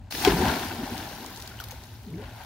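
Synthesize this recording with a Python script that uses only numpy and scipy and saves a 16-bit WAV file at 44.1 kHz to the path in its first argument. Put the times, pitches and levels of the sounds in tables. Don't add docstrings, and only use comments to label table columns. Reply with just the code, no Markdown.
import sys
import numpy as np
from scipy import signal
from scipy.fft import rfft, irfft
from scipy.io import wavfile

SR = 44100
rng = np.random.default_rng(int(sys.argv[2]) if len(sys.argv) > 2 else 0)


def store_pcm(level_fs):
    pcm = np.round(np.clip(level_fs, -1, 1) * 32767).astype(np.int16)
    wavfile.write(sys.argv[1], SR, np.atleast_2d(pcm).T)


N = 108045
TIME, HZ = np.arange(N) / SR, np.fft.rfftfreq(N, 1 / SR)


RUMBLE_LEVEL_DB = [(0, -42.5), (.25, -46), (.3, -31.5), (.36, -38), (.44, -30.5), (.5, -32), (.6, -66),
                   (.68, -36), (.76, -48.5), (.95, -42), (1.2, -55), (1.49, -43), (1.6, -46.5), (2.0, -46),
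                   (2.29, -41), (2.45, -49.5)]
RUMBLE_COLOUR_DB = [(34, -36), (48, 2), (70, -0.5), (115, 2.5), (150, -15), (240, -15), (400, -33)]
AIR_DB = -51.5
AIR_COLOUR_DB = [(120, 3), (165, -19), (245, -2.5), (290, -23), (800, -16.5), (1300, -31), (8000, -37.5),
                 (16000, -68)]

SPRAY_LEVEL_DB = [(.101, -72), (.109, -36.5), (.145, -34.5), (.24, -30.5), (.3, -34), (.49, -35),
                  (.6, -36.5), (.8, -44), (.97, -42), (1.25, -45.5), (1.48, -47.5), (1.56, -51.5),
                  (1.72, -49.5), (2.03, -55.5), (2.25, -55.5), (2.45, -50)]
SPRAY_COLOUR_DB = [(500, -45), (1100, -3), (1600, -1), (2600, 0.5), (4500, 3), (6500, -1), (7700, -8),
                   (9500, -4.5), (13000, -2), (16000, -1)]
SLOSH_LEVEL_DB = [(.102, -62.5), (.112, -55), (.19, -39.5), (.245, -32), (.265, -25), (.32, -28.5),
                  (.35, -30.5), (.41, -30.5), (.485, -26), (.53, -30), (.59, -34), (.76, -39.5),
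                  (1.02, -40.5), (1.3, -48), (1.73, -50), (1.98, -58), (2.15, -57.5), (2.24, -45),
                  (2.32, -50.5), (2.45, -45)]
SLOSH_COLOUR_DB = [(250, 2), (480, -13.5), (630, -4), (820, 0), (1000, -4), (1200, -15), (1520, -5.5),
                   (2000, -14), (6000, -21.5)]
CHURN_LEVEL_DB = [(.1, -71), (.125, -46.5), (.23, -40), (.29, -23), (.37, -30), (.49, -29.5), (.59, -40),
                  (.68, -42), (.8, -39.5), (.94, -43.5), (1.05, -47.5), (1.27, -44.5), (1.36, -51),
                  (1.7, -58.5), (2.04, -59.5), (2.13, -45), (2.28, -54.5), (2.45, -66)]
CHURN_COLOUR_DB = [(60, -35), (130, -6.5), (250, 1), (370, -0.5), (480, -6.5), (700, -10.5)]
SPREAD_S = .00009

PELT_PER_S, PELT_DECAY_S, PELT_DB = 380, 0.0014, -7.5
PELT_COLOUR_DB = [(600, -5), (1500, 7), (4500, -1.5), (7000, -15.5)]

# start in seconds, onset level in dB, decay in seconds.
SLAPS = [(.111, -29.5, .002), (0.1238, -21.5, 0.0021), (0.1494, -26.5, 0.006), (0.2496, -5.5, 0.0011),
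         (0.2508, -10.5, 0.0021), (0.256, -26.5, 0.015), (0.277, -20, 0.0098), (.309, -27, 0.0033),
         (0.483, -22, 0.0061)]
SLAP_COLOUR_DB = [(100, -23), (400, -8), (850, 9), (1150, -1), (2000, 4.5), (5900, -1.5), (7500, -18),
                  (11000, -24), (16000, -12)]

# start in seconds, starting pitch in Hz, level in dB, swell time in seconds,
# glide in octaves per second.
POCKETS = [(.251, 809, -19, 0.009, -7.5), (0.2714, 403, -8.5, 0.0055, -5), (.276, 256, -15.5, 0.0056, 7.5),
           (.297, 377, -22, 0.0075, 7), (.319, 329.5, -22, 0.01, 2), (.3205, 772, -15, 0.0018, -3),
           (0.331, 169.7, -20.5, 0.015, 1.5), (.404, 203, -19.5, 0.0029, 9), (.421, 834, -22.5, 0.0036, 14),
           (0.429, 222, -15, 0.0046, -1), (.441, 776, -23.5, 0.0077, -4), (.464, 860, -22.5, 0.0038, -10),
           (.477, 238, -22, .004, -9), (.709, 1480, -31, 0.0029, 4), (.785, 221, -28.5, 0.011, 2),
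           (.831, 251, -24.5, 0.0054, -1), (.872, 807, -32.5, 0.0056, 8.5), (.916, 223, -31, .012, 6.5),
           (1.2465, 900, -32.5, 0.0016, -1), (1.512, 1480, -40.5, 0.0043, -8),
           (1.7196, 830, -36.5, 0.0021, 4), (1.725, 517, -44.5, 0.006, -1),
           (2.061, 238.4, -35.5, 0.016, -13), (2.072, 386, -46.5, 0.015, 5),
           (2.112, 146, -31.5, 0.026, 5.5), (2.122, 261.4, -40.5, 0.032, 8),
           (2.177, 394, -35.5, 0.012, 3.5), (2.213, 503, -43.5, 0.015, 5.5), (2.404, 909, -42, 0.007, -2.5)]
# start in seconds, pitch in Hz, level in dB, swell time in seconds.
HEAVES = [(0.274, 72, -26.5, 0.0064), (.305, 51, -26.5, 0.019), (0.383, 71.5, -26.5, 0.011),
          (0.473, 53.4, -26.5, 0.017)]
SWELL_POWER, GURGLE_DB = 1.72, -15

# start in seconds, onset level in dB.
DROPS = [(.9787, -30), (1.2435, -39), (1.262, -32.5), (1.361, -37), (1.3735, -36.5), (1.401, -36),
         (1.423, -34.5), (1.4755, -34.5), (1.7205, -39), (1.837, -41)]
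DROP_DECAY_S = 0.0029
DROP_COLOUR_DB = [(1500, -29), (3800, 4), (6500, -1), (10000, -8), (15000, -5.5)]
# start in seconds, onset level in dB.
SPATTERS = [(1.601, -32.5), (1.6095, -38), (1.6395, -31.5), (1.6853, -37), (1.709, -38.5), (1.713, -36)]
SPATTER_DECAY_S = 0.0038
SPATTER_COLOUR_DB = [(1500, -4), (3500, 3.5), (6200, 0), (8000, -7), (14000, 3)]
# start in seconds, pitch in Hz, level in dB.
PLIPS = [(1.59, 2920, -30), (1.6003, 3200, -27.5), (1.6016, 1456, -25), (1.6088, 5430, -29.5),
         (1.6192, 1250, -34), (1.639, 4760, -31.5), (1.7095, 6400, -27), (2.14, 2200, -39)]
PLIP_DECAY_CYCLES = 4.3

YARD_DB, YARD_T60_S, YARD_LOW_HZ, YARD_TAPS_PER_S = -11.5, 0.12, 900, 1500
# frequency in Hz, excess of left over right in dB.
LEFT_LEAD_DB = [(150, 0.75), (700, 3.5), (5000, 3.5), (8000, 2)]
BASS_CUT_HZ, EDGE_HZ = 35, 15800


def amp(db):
    return 10 ** (np.asarray(db) / 20)


def evened(x):
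    return x / np.sqrt(np.mean(x ** 2) + 1e-20)


def level(curve):
    return amp(np.interp(TIME, *np.transpose(curve)))


def read(points):
    hz, value = np.transpose(points)
    return np.interp(np.log(HZ + 1), np.log(hz), value)


def coloured(x, colour):
    rolloff = 1 + (HZ / (2 * colour[-1][0])) ** 4
    return irfft(rfft(x) * amp(read(colour)) / rolloff, N)


def highpass(x, hz):
    return signal.sosfilt(signal.butter(2, hz, "high", fs=SR, output="sos"), x)


def add(mix, start_s, sound):
    part = mix[:, round(start_s * SR):][:, :sound.shape[-1]]
    part += sound[..., :part.shape[1]]


def background():
    rumble = level(RUMBLE_LEVEL_DB) * evened(coloured(rng.standard_normal(N), RUMBLE_COLOUR_DB))
    hush = rng.standard_normal(N) + .5 * rng.standard_normal((2, N))
    return rumble + amp(AIR_DB) * evened(coloured(hush, AIR_COLOUR_DB))


def bubbles(curve, colour, low_hz, high_hz, per_s, thinning, decay_cycles, rise, spread_db, blur_db, count=36):
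    gain = level(curve)
    busy = (gain / gain.max()) ** thinning
    size = amp(spread_db * np.minimum(rng.exponential(1, N), 4)) * rng.choice([-1, 1], N)
    born = rng.random(N) < per_s * busy / SR
    births = size * born / np.sqrt(busy)
    kind = rng.integers(0, count, N)
    lags_s = SPREAD_S * evened(rng.standard_normal(count))
    swarm = 0
    for k, hz in enumerate(np.geomspace(low_hz, high_hz, count)):
        u = TIME[:SR // 6] * hz / decay_cycles
        turns = decay_cycles * (u + rise * (u - 1 + np.exp(-u)))
        ring = np.exp(-u) * np.sin(2 * np.pi * turns)
        spectrum = rfft(births * (kind == k)) * rfft(evened(ring), N) * np.sqrt(hz)
        lagged = spectrum * np.exp(2j * np.pi * HZ * lags_s[k])
        swarm = swarm + np.array([spectrum, lagged])
    a, b = rfft(rng.standard_normal((2, N)))
    same = np.exp(-.5 * (2 * np.pi * HZ * SPREAD_S) ** 2)
    blur = irfft(np.array([a, same * a + np.sqrt(1 - same ** 2) * b]), N)
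    rings = evened(coloured(irfft(swarm, N), colour))
    return gain * evened(rings + amp(blur_db) * evened(coloured(blur, colour)))


def water():
    spray = bubbles(SPRAY_LEVEL_DB, SPRAY_COLOUR_DB, 1012, 16460, per_s=11000, thinning=.6,
                    decay_cycles=6.8, rise=0.14, spread_db=5.0, blur_db=3)
    slosh = bubbles(SLOSH_LEVEL_DB, SLOSH_COLOUR_DB, 460.3, 4100, per_s=3000, thinning=0.078,
                    decay_cycles=4.86, rise=0.081, spread_db=3, blur_db=-6.5)
    churn = bubbles(CHURN_LEVEL_DB, CHURN_COLOUR_DB, 115, 456, per_s=800, thinning=.3,
                    decay_cycles=2.35, rise=0.11, spread_db=3.0, blur_db=-6.5)
    return spray + slosh + churn


def pelting():
    hits = rng.exponential(1, N) * (rng.random(N) < PELT_PER_S / SR)
    power = signal.lfilter([1], [1, -np.exp(-2 / (PELT_DECAY_S * SR))], hits)
    burst = np.sqrt(power)
    crack = rng.standard_normal(N) + rng.standard_normal((2, N))
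    return amp(PELT_DB) * level(SLOSH_LEVEL_DB) * evened(coloured(burst * crack, PELT_COLOUR_DB))


def slaps():
    burst = sum(amp(db) * (TIME >= s) * np.exp(-abs(TIME - s) / decay_s) for s, db, decay_s in SLAPS)
    crack = rng.standard_normal(N) + 0.88 * rng.standard_normal((2, N))
    tilt = amp([[1], [-1]])
    return tilt * burst * np.tanh(evened(coloured(crack, SLAP_COLOUR_DB)))


def pulsation(hz, db, swell_s, glide_oct_per_s):
    u = np.arange(0, 7, 1 / (swell_s * SR))
    turns = np.cumsum(hz * 2 ** (glide_oct_per_s * u * swell_s)) / SR
    lowpass = signal.butter(2, hz / 2, fs=SR, output="sos")
    unrest = evened(signal.sosfilt(lowpass, rng.standard_normal(SR)))[:len(u)]
    envelope = (u * np.exp(1 - u)) ** SWELL_POWER
    ring = np.sin(2 * np.pi * turns)
    gurgle = amp(GURGLE_DB) * unrest * np.cos(2 * np.pi * turns)
    return amp(db) * envelope * (ring + gurgle)


def plunks():
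    out = np.zeros((2, N))
    for s, hz, db, swell_s, glide_oct_per_s in POCKETS:
        add(out, s, pulsation(hz, db, swell_s, glide_oct_per_s))
    for s, hz, db, swell_s in HEAVES:
        add(out, s, pulsation(hz, db, swell_s, 0))
    return out


def ticks(rows, decay_s, colour):
    burst = sum(amp(db) * (TIME >= s) * np.exp(-abs(TIME - s) / decay_s) for s, db in rows)
    return burst * evened(coloured(rng.standard_normal((2, N)), colour))


def plips():
    out, t = np.zeros((2, N)), TIME[:SR // 20]
    for s, hz, db in PLIPS:
        envelope = (1 - np.exp(-t * hz)) * np.exp(-t * hz / PLIP_DECAY_CYCLES)
        add(out, s, amp(db) * envelope * np.sin(2 * np.pi * hz * t))
    return out


def drops():
    on_water = ticks(DROPS, DROP_DECAY_S, DROP_COLOUR_DB)
    on_stone = ticks(SPATTERS, SPATTER_DECAY_S, SPATTER_COLOUR_DB)
    return plips() + on_water + on_stone


def yard(x):
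    t = TIME[:SR // 2]
    present = rng.random((2, len(t))) < YARD_TAPS_PER_S / SR
    taps = rng.standard_normal((2, len(t))) * present * (t > .003) * amp(-60 * t / YARD_T60_S)
    taps /= np.linalg.norm(taps, axis=1, keepdims=True)
    return signal.fftconvolve(highpass(x, YARD_LOW_HZ), taps, axes=1)[:, :N]


def scene():
    splash = water() + pelting() + slaps() + plunks() + drops()
    mix = background() + splash + amp(YARD_DB) * yard(splash)
    lean = amp(np.outer([.5, -.5], read(LEFT_LEAD_DB)))
    return irfft(rfft(mix) * lean, N)


def record(dry):
    bass_cut = signal.butter(4, BASS_CUT_HZ, "high", fs=SR, output="sos")
    dry = signal.sosfiltfilt(bass_cut, dry)
    treble_limit = signal.firwin(511, EDGE_HZ, window=("kaiser", 9), fs=SR)
    return signal.oaconvolve(dry, treble_limit[None], "same")


dry = scene()
out = record(dry)
store_pcm(out)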